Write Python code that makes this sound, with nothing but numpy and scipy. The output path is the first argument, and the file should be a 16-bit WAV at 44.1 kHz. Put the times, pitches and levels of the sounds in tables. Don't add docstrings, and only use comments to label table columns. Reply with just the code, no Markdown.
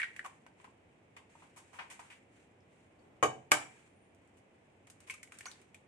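import sys
import numpy as np
from scipy import signal
from scipy.fft import rfft, irfft, next_fast_len
from scipy.io import wavfile
from scipy.ndimage import uniform_filter1d

SR = 44100
rng = np.random.default_rng(int(sys.argv[2]) if len(sys.argv) > 2 else 0)


def transcribe(u):
    v = np.clip(np.atleast_2d(u).T, -1, 1)
    q = np.round(v * 32767).astype(np.int16)
    wavfile.write(sys.argv[1], SR, q)


N = 258867
SIZE = 8192
TIME, AGE, LONG_AGE = np.arange(N) / SR, np.arange(SIZE) / SR, np.arange(3 * SIZE) / SR


# t/s, level/dB, crumble t60/s, share of fracture/0-1
KNOCKS = [(3.227, -0.5, 0.013, 0), (3.2308, -8, 0.012, 0.3), (3.2354, -0.5, 0.017, 0.05),
          (3.2437, -5, 0.02, 0.03), (3.2498, -11, 0.042, 0.04), (3.2575, -11.5, 0.022, 0.18),
          (3.5129, -20, 0.022, 0.6), (3.5169, -2.5, 0.0028, .8), (3.5181, 8.5, 0.0044, 1),
          (3.5205, 1.5, 0.016, 1), (3.5317, -8.5, 0.033, 0.9), (3.5426, -9, 0.026, .8)]
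# f/Hz, level/dB
THUD_EQ = [(30, -27), (60, -28.5), (120, -8), (240, -10.5), (430, -3), (620, -5), (800, -1), (1000, -4),
           (1150, 0.5), (1400, -10.5), (1800, -15.5), (2900, -20.5), (4000, -31), (5600, -35), (6550, -18),
           (7100, -22.5), (10000, -37), (15000, -58)]
FRACTURE_EQ = [(30, -21.5), (60, -26.5), (120, -16.5), (240, -12.5), (550, -11), (800, -3), (1200, 2),
               (1750, 1), (2020, -5.5), (2300, 6), (2650, -6), (3050, -4), (3450, -13), (5800, -12.5),
               (7800, -6.5), (11000, -16.5), (13500, -21.5), (15500, -36)]
# f/Hz, left over right/dB
KNOCK_PAN = [(120, -1.5), (500, -1.5), (1100, -2.5), (2200, 6), (4500, 2), (7000, 6.5), (8500, -7),
             (13000, -2)]

def knocks(impact_gain=0.54, grain_db=4, room_db=-2, lag_s=0.00009):
    out = np.zeros((2, N))
    pan_db = at_hz(KNOCK_PAN, np.fft.rfftfreq(SIZE, 1 / SR))
    thud, fracture = pulse(THUD_EQ, pan_db), pulse(FRACTURE_EQ, pan_db)
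    impact = np.array([AGE == 0, AGE == AGE[round(lag_s * SR)]])
    for start, db, t60, broken in KNOCKS:
        grains = np.sqrt(1 - impact_gain ** 2) * crumble(t60, grain_db)
        force = whiten(grains + impact_gain * impact, t60)
        colour = np.sqrt(1 - broken) * thud + np.sqrt(broken) * fracture
        add(out, start, from_db(db) * through(force, colour))
    out = close_ports(out)
    return np.array([out, from_db(room_db) * out])


# f/Hz, level after the thud/dB, level after the crack/dB, t60/s
BOWL_MODES = [(301, -48, -47, .38), (348, -39, -42, .16), (421, -30, -42, .18), (478, -31, -35, .19),
              (598, -33, -33, .19), (680, -41, -43, .38), (752, -35.5, -42, .4), (797, -32, -38, .17),
              (875, -32, -39, .12), (1088, -22.5, -34, .12), (1222, -23.5, -28, .14), (1497, -34, -33, .13),
              (1613, -43, -48, .33), (1832, -38, -36, .18), (2215, -37, -35, .16), (2260, -41, -41, .29),
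              (2326, -44, -46, .26), (2392, -42, -43, .18), (2966, -40, -41, .31), (3005, -36, -39, .13),
              (3738, -55, -52, .3), (4630, -56, -54, .28), (5526, -54.5, -55, .28), (6042, -56, -54, .28),
              (6565, -43, -50, .2), (6915, -48, -44, .22), (7297, -45, -45, .24), (7430, -55, -48, .16),
              (7617, -55, -50, .3), (7811, -53, -50, .25), (8300, -52, -43, .17), (8805, -58, -50, .22),
              (11400, -60, -54, .15), (13600, -64, -56, .13)]

def bowl(thud_s=3.2275, crack_s=3.5177, attack_s=0.00047, twin_detune=0.0069, twin_db=-7):
    out = np.zeros((2, N))
    for hz, *levels, t60 in BOWL_MODES:
        stereo_angle = np.arccos(at_hz(STEREO_LIKENESS, hz))
        for start, db in zip((thud_s, crack_s), levels):
            envelope = from_db(db) * decay(t60, LONG_AGE) * fade_in(attack_s, LONG_AGE)
            for pitch, gain in ((hz, 1), (hz * (1 + twin_detune), from_db(twin_db))):
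                apart = stereo_angle * rng.choice([-1, 1])
                phase = rng.uniform(0, 2 * np.pi) + np.array([[0], [apart]])
                add(out, start, gain * envelope * np.sin(2 * np.pi * pitch * LONG_AGE + phase))
    return out


# t/s, level/dB, ring f/Hz, edge trim/dB, swell time constant/cycles, room send/dB
SNAPS = [(0, -29, 1910, -19.5, 0.73, 4), (.004, -38.5, 1760, -29, 2.1, -2),
         (0.0171, -29.5, 2240, -38, 2.1, -4), (0.0299, -27, 2070, -31, 0.88, 0.5),
         (0.0322, -31, 1620, -31, 1.8, -6), (.042, -34.5, 2040, -19, 0.71, -5),
         (0.1632, -40.5, 2090, -10.5, 0.73, -1), (0.1931, -32, 1770, -24, 0.84, -3.5),
         (1.788, -34, 1560, -35, 0.64, 0.5), (2.6046, -68, 5200, -8, 2, -6),
         (2.9928, -72, 4445, -8, 2.5, -2.5), (5.0979, -34, 2230, -12, 2.3, 0),
         (5.1362, -58, 2560, 1, 0.82, -3), (5.2299, -48.5, 2100, 4, 1.62, -2.5),
         (5.2743, -56, 2120, -7, 1.57, -1), (5.3211, -51.5, 1350, -3, 0.62, 1),
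         (5.3214, -47, 2320, -9.5, 0.83, -8), (5.4074, -48, 1820, -3, 0.85, -7),
         (5.4093, -42.5, 2020, -7.5, 0.6, -3.5), (5.4556, -43, 4300, -15, 1.6, -5),
         (5.5143, -44, 3900, -7.5, 1.5, -0.5), (5.7452, -48, 2446, -5.5, 1.2, -1)]
# f/Hz, level/dB
SHELL_EQ = [(400, -46), (900, -13.5), (1300, -9.5), (1600, -3.5), (2300, 5), (3000, -2.5), (4000, -15),
            (7000, -25), (14000, -39)]
CRISP_EQ = [(500, -10), (1500, 4), (3000, 4), (4500, 0), (6500, 6.5), (8500, 10.5), (10500, 1),
            (13500, -7.5), (16000, -30)]

def snaps(ring_db=3.5, edge_db=20, body_db=14.5, crumble_t60=0.018, ordinary_shell_hz=2100):
    out, crisp = np.zeros((2, 2, N)), pulse(CRISP_EQ)
    for start, db, hz, trim_db, cycles, room_db in SNAPS:
        body = pulse(np.array(SHELL_EQ) * [hz / ordinary_shell_hz, 1])
        colour = from_db(edge_db + trim_db) * crisp + from_db(body_db) * body
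        crackle = through(crumble(crumble_t60, grain_db=3.2), colour)
        ring = from_db(ring_db) * swell(hz, cycles / hz)
        add(out, start, from_db(db) * in_hands(start, ring + crackle, room_db))
    return out


# t/s, body level/dB, edge level/dB, t60/s, hollowness/0-1, attack/s
CRUNCHES = [(.240, -18.5, -29, 0.06, 0.92, 0.013), (0.2601, -20, -30, 0.019, 0.97, 0.00066),
            (0.464, -27, -42, 0.0098, 0.99, 0.00044), (0.6, -32.5, -59, 0.0036, 0.87, 0.00028),
            (.643, -24.5, -41.5, 0.053, 1, 0.00019), (1.165, -19, -31, 0.016, 0.42, 0.00035),
            (1.415, -25, -41, 0.081, 0.94, 0.0078), (1.558, -22.5, -23, 0.056, 0.83, 0.018),
            (1.729, -19, -28, 0.41, 0.75, 0.00078), (1.787, -9.5, -41, 0.11, 0.55, 0.00024),
            (1.899, -17.5, -19.5, 0.12, 0.23, 0.0011), (1.992, -17.5, -28, 0.048, 1, 0.00051),
            (2.099, -19, -30.5, 0.14, 0.1, 0.00079), (4.1468, -65, -46.5, 0.0095, 0.44, 0.0002),
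            (4.2137, -50, -58, 0.046, 0.02, .002), (4.274, -58, -50, 0.014, 0.47, 0.00098),
            (4.365, -45, -43, 0.065, 0.37, .006), (4.869, -35, -36.5, 0.02, 0.43, 0.0014),
            (4.8991, -47, -28, 0.027, 0.3, .0005), (5.004, -42, -34.5, 0.016, 0.5, 0.0003),
            (5.068, -27.5, -31.5, 0.053, 0.39, 0.019), (5.1038, -36, -23, 0.014, 0.4, 0.00022),
            (5.1092, -40, -24.5, 0.011, 0, 0.00028), (5.139, -37, -26, 0.015, 0, .0003),
            (5.342, -52, -36, .03, .5, .001), (5.3863, -46, -24, 0.022, 0.2, 0.00033),
            (5.4564, -19.5, -26, 0.028, 0.57, 0.00018), (5.465, -36, -30.5, 0.041, 0.4, .002),
            (5.615, -39, -39.5, .03, 0.07, 0.0005)]
# f/Hz, level/dB
HOLLOW_EQ = [(290, -45.5), (500, -14), (730, -8.5), (950, 3), (1350, -7), (1800, -10), (2200, -8),
             (2900, -14), (3700, -25.5), (6500, -31), (11000, -48)]

def crunches(grain_db=5, room_db=-1.5):
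    out = np.zeros((2, 2, N))
    crisp, hollow, shell = pulse(CRISP_EQ), pulse(HOLLOW_EQ), pulse(SHELL_EQ)
    for start, body_db, edge_db, t60, hollowness, attack_s in CRUNCHES:
        layers = [(from_db(body_db) * np.sqrt(hollowness), hollow),
                  (from_db(body_db) * np.sqrt(1 - hollowness), shell),
                  (from_db(edge_db), crisp)]
        sound = sum(gain * through(crumble(t60, grain_db, attack_s), colour) for gain, colour in layers)
        add(out, start, in_hands(start, sound, room_db))
    return out


# t/s, level/dB, f/Hz, t60/s
CUP_RINGS = [(0.031, -42, 1905, 0.24), (.195, -60, 1900, 0.16), (5.099, -50, 2554, 0.2)]

def cup_rings(waver=0.33, attack_s=0.0039):
    out = np.zeros((2, N))
    for start, db, hz, t60 in CUP_RINGS:
        wobble = waver * np.array([wander(AGE, step=256) for _ in range(2)])
        envelope = from_db(db) * decay(t60, AGE) * fade_in(attack_s, AGE)
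        add(out, start, envelope * (1 + wobble) * np.sin(2 * np.pi * hz * AGE + wobble[::-1]))
    return out


# t/s, level/dB, f/Hz, swell time constant/s, glide/share of pitch
PLOPS = [(0.245, -42, 1208, 0.0051, -0.13), (.261, -57, 990, 0.0027, -0.062),
         (.644, -58.5, 967, 0.002, -0.052), (.675, -54.5, 970, 0.002, -0.05),
         (1.348, -53, 902, .0045, 0.04), (1.992, -47, 988, 0.002, -0.05),
         (5.1, -55.5, 1068, 0.0026, -0.0023), (5.109, -47, 2550, .0009, .05),
         (5.124, -51, 2680, .0014, 0.00079), (5.137, -59.5, 1220, 0.0038, 0.003),
         (5.139, -54, 2360, 0.0024, 0.05), (5.4562, -51, 890, 0.0006, .02),
         (5.458, -53, 5930, 0.0011, 0.017), (5.466, -45.5, 6100, 0.0015, -0.011),
         (5.463, -42.5, 6700, 0.0011, 0.02), (5.4624, -45, 1055, 0.0015, 0.14),
         (5.466, -47, 1382, 0.0036, 0.108), (5.4805, -48.5, 2080, .0008, 0.074),
         (5.481, -48, 5950, 0.0023, 0.002), (5.485, -57, 1470, 0.0024, .03)]

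def plops(roughness=0.8, room_db=-4):
    out = np.zeros((2, N))
    for start, db, hz, swell_s, glide in PLOPS:
        tone = swell(hz, swell_s, glide)
        rough_tone = tone * (1 + roughness * wander(AGE, step=64))
        add(out, start, from_db(db) * np.linalg.norm(tone) * unit_energy(rough_tone))
    return np.array([out, from_db(room_db) * out])


# fullest t/s, level/dB, low f/Hz, high f/Hz, t60/s
GUSHES = [(5.085, -62, 1400, 3000, .35), (5.462, -54, 1300, 3140, .15), (5.47, -63, 2760, 9000, .8)]

def squelch(bubbles=50, attack_s=0.015, size_db=5, cycles=0.75, glide=0.065, room_db=-4):
    out = np.zeros((2, N))
    for fullest, db, low_hz, high_hz, t60 in GUSHES:
        for when, pitch, size, pan in rng.random((bubbles, 4)):
            age = when * (attack_s + t60) - attack_s
            hz = low_hz * (high_hz / low_hz) ** pitch
            boost_db = size_db * min(-np.log(1 - size), 2)
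            gain = from_db(db + boost_db) * gesture(age, attack_s, 0, t60)
            if fullest + age < TIME[-1]:
                blip = swell(hz, cycles / hz, glide)
                add(out, fullest + age, gain * blip * np.sqrt([[pan], [1 - pan]]))
    return np.array([out, from_db(room_db) * out])


# t/s, hold/s, level/dB
STROKES = [(0, 0.31, -70), (0.588, 0.032, -71), (1.311, 0.12, -68), (1.596, 0.38, -70), (1.952, 0.091, -64),
           (2.33, 0.076, -71.5), (2.716, 0.13, -75.5), (2.992, .08, -78.5), (3.708, 0.092, -67),
           (4.249, 0.11, -79.5), (5.02, 0.086, -70.5), (5.331, 0.16, -63)]
# f/Hz, level/dB
GLOVE_EQ = [(700, -11), (1500, 1.5), (2400, 4.5), (3500, -6), (5000, -12), (7500, -3), (9200, -5),
            (10500, -17.5), (14000, -32.5)]

def gloves(attack_s=0.05, release_t60=0.83, holding_db=-81.5, flutter_db=2, grain_db=0.5):
    texture = from_db(flutter_db * wander(TIME, step=512) + grain_db * wander(TIME, step=64))
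    strokes = [from_db(db) * gesture(TIME - start, attack_s, hold_s, release_t60)
               for start, hold_s, db in STROKES]
    envelope = np.maximum(np.max(strokes, axis=0), from_db(holding_db))
    return envelope * texture * noise_bed(GLOVE_EQ)


# f/Hz, level/dB
GRIP_EQ = [(90, -14), (180, -2), (380, 0), (750, -6), (1400, -16.5), (3000, -29), (6000, -44.5)]

def grip(start_s=2.98, attack_s=0.06, hold_s=0.2, release_t60=0.3, db=-67):
    return from_db(db) * gesture(TIME - start_s, attack_s, hold_s, release_t60) * noise_bed(GRIP_EQ)


def thin_high_tone(start_s=3.92, attack_s=0.09, hold_s=0.17, release_t60=0.38, hz=9078, db=-82):
    radius = np.exp(-np.pi * 70 / SR)
    poles = [1, -2 * radius * np.cos(2 * np.pi * hz / SR), radius ** 2]
    tone = signal.lfilter([1], np.convolve(poles, poles), rng.standard_normal((2, N)))
    envelope = from_db(db) * gesture(TIME - start_s, attack_s, hold_s, release_t60)
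    return envelope * unit_energy(tone) * np.sqrt(N)


# f/Hz, t60/s
REVERB_T60 = [(100, 0.52), (500, 0.49), (1200, 0.3), (2400, 0.44), (5000, 0.21), (8000, .39), (14000, 0.16)]
# f/Hz, level/dB
REVERB_EQ = [(100, 1.5), (500, -3.5), (1200, -8), (2400, -9.5), (4500, -5), (8000, -8), (14000, -9.5)]

def kitchen_reverb(send, early_db=-4, early_t60=0.083, predelay_s=0.001516, attack_s=0.005, top_hz=12000):
    hz, centres = np.fft.rfftfreq(len(LONG_AGE), 1 / SR), np.geomspace(100, 14000, 9)
    noise_spectrum = rfft(diffuse(rng.standard_normal((2, len(LONG_AGE)))))
    response = 0
    for centre, weights in zip(centres, np.eye(len(centres))):
        band = irfft(noise_spectrum * at_hz(np.c_[centres, weights], hz))
        envelope = decay(at_hz(REVERB_T60, centre), LONG_AGE) * fade_in(attack_s, LONG_AGE)
        response += band * from_db(at_hz(REVERB_EQ, centre)) * unit_energy(envelope)
    add(response, predelay_s, from_db(early_db) * crumble(early_t60, grain_db=0.85))
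    high_cut = signal.butter(8, top_hz, fs=SR, output="sos")
    return through(send, signal.sosfilt(high_cut, response))


# f/Hz, level/dB
ROOM_TONE_EQ = [(25, -29), (50, -13), (90, 0), (170, -2.5), (250, -2), (450, -4), (800, -8), (1300, -17.5),
                (2300, -14), (3000, -20.5), (4300, -34.5), (7500, -36), (9300, -36.5), (12000, -59)]

def room_tone(noise_db=-65, motor_hz=95, motor_db=-77):
    motor = from_db(motor_db) * np.sin(2 * np.pi * motor_hz * TIME)
    return (from_db(noise_db) * noise_bed(ROOM_TONE_EQ) + motor) * from_db([[-0.4], [0.4]])


# t/s, microphone distance/m
HAND_PATH = [(.7, 0.36), (1.15, 1), (2.2, 1), (3.1, 0.38)]

def in_hands(start, sound, room_db, over_bowl_m=0.3):
    distance = np.interp(start, *np.transpose(HAND_PATH))
    return np.array([over_bowl_m / distance * sound, from_db(room_db) * sound])


# f/Hz, left-right correlation/-1 to 1
STEREO_LIKENESS = [(25, -0.78), (70, 0.94), (250, 0.92), (500, 0.42), (1000, 0.039), (2000, -0.1),
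                   (5000, 0.033), (12000, -0.22)]

def diffuse(pair):
    size = pair.shape[-1]
    alike = at_hz(STEREO_LIKENESS, np.fft.rfftfreq(size, 1 / SR))
    mid, side = rfft(pair) * np.sqrt([(1 + alike) / 2, (1 - alike) / 2])
    return irfft([mid + side, mid - side], size)


def close_ports(x, mono_below_hz=400):
    mid, side = (x[0] + x[1]) / 2, (x[0] - x[1]) / 2
    side = signal.sosfilt(signal.butter(1, mono_below_hz, "high", fs=SR, output="sos"), side)
    return np.array([mid + side, mid - side])


def crumble(t60, grain_db, attack_s=1e-6):
    noise = diffuse(rng.standard_normal((2, SIZE)))
    grain_gain = from_db(grain_db * np.repeat(rng.standard_normal(SIZE // 32), 32))
    return whiten(noise * grain_gain * decay(t60, AGE) * fade_in(attack_s, AGE) ** 2, t60)


def whiten(burst, t60):
    spectrum = rfft(burst)
    power = uniform_filter1d(np.abs(spectrum) ** 2, size=int(1 / t60) + 1, axis=-1)
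    flat = irfft(spectrum / np.sqrt(np.abs(power) + 1e-20))
    return unit_energy(flat * (AGE < AGE[-1] / 2))


def swell(hz, swell_s, glide=0):
    progress = AGE / swell_s
    envelope = (progress * np.exp(1 - progress / 2) / 2) ** 2
    return envelope * np.sin(2 * np.pi * hz * AGE * (1 + glide * np.tanh(progress / 10)))


def pulse(eq, pan_db=0):
    colour_db = at_hz(eq, np.fft.rfftfreq(SIZE, 1 / SR)) + pan_db * np.array([[0.5], [-0.5]])
    cepstrum = irfft(np.log(from_db(colour_db)))
    return unit_energy(irfft(np.exp(rfft(2 * cepstrum[:, :SIZE // 2], SIZE))))


def noise_bed(eq):
    noise = diffuse(rng.standard_normal((2, next_fast_len(N + SIZE))))
    return unit_energy(through(noise, pulse(eq))[:, SIZE:SIZE + N]) * np.sqrt(N)


def wander(t, step):
    return np.interp(t, t[::step], rng.standard_normal(len(t[::step])))


def gesture(age, attack_s, hold_s, release_t60):
    return np.clip(1 + age / attack_s, 0, 1) ** 2 * decay(release_t60, np.maximum(age - hold_s, 0))


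def fade_in(attack_s, age):
    return 1 - np.exp(-age / attack_s)


def decay(t60, age):
    return np.exp(-np.log(1000) * age / t60)


def from_db(db):
    return 10 ** (np.asarray(db) / 20)


def unit_energy(x):
    return x / np.sqrt(np.sum(x ** 2, axis=-1, keepdims=True) + 1e-20)


def at_hz(curve, hz):
    curve_hz, values = np.transpose(curve)
    return np.interp(np.log(np.maximum(hz, 1)), np.log(curve_hz), values)


def add(track, start_s, sound):
    at = round(start_s * SR)
    track[..., at:at + sound.shape[-1]] += sound[..., :N - at]


def through(x, response):
    return signal.fftconvolve(x, response, axes=-1)[:, :x.shape[-1]]


def scene():
    direct, send = knocks() + snaps() + crunches() + plops() + squelch()
    return (direct + cup_rings() + bowl() + kitchen_reverb(send)
            + gloves() + grip() + room_tone() + thin_high_tone())


def record(dry, ceiling=0.72, top_hz=15300):
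    rounded = ceiling * np.tanh(dry / ceiling)
    return signal.sosfilt(signal.ellip(10, 0.1, 80, top_hz, fs=SR, output="sos"), rounded)


dry = scene()
out = record(dry)
transcribe(out)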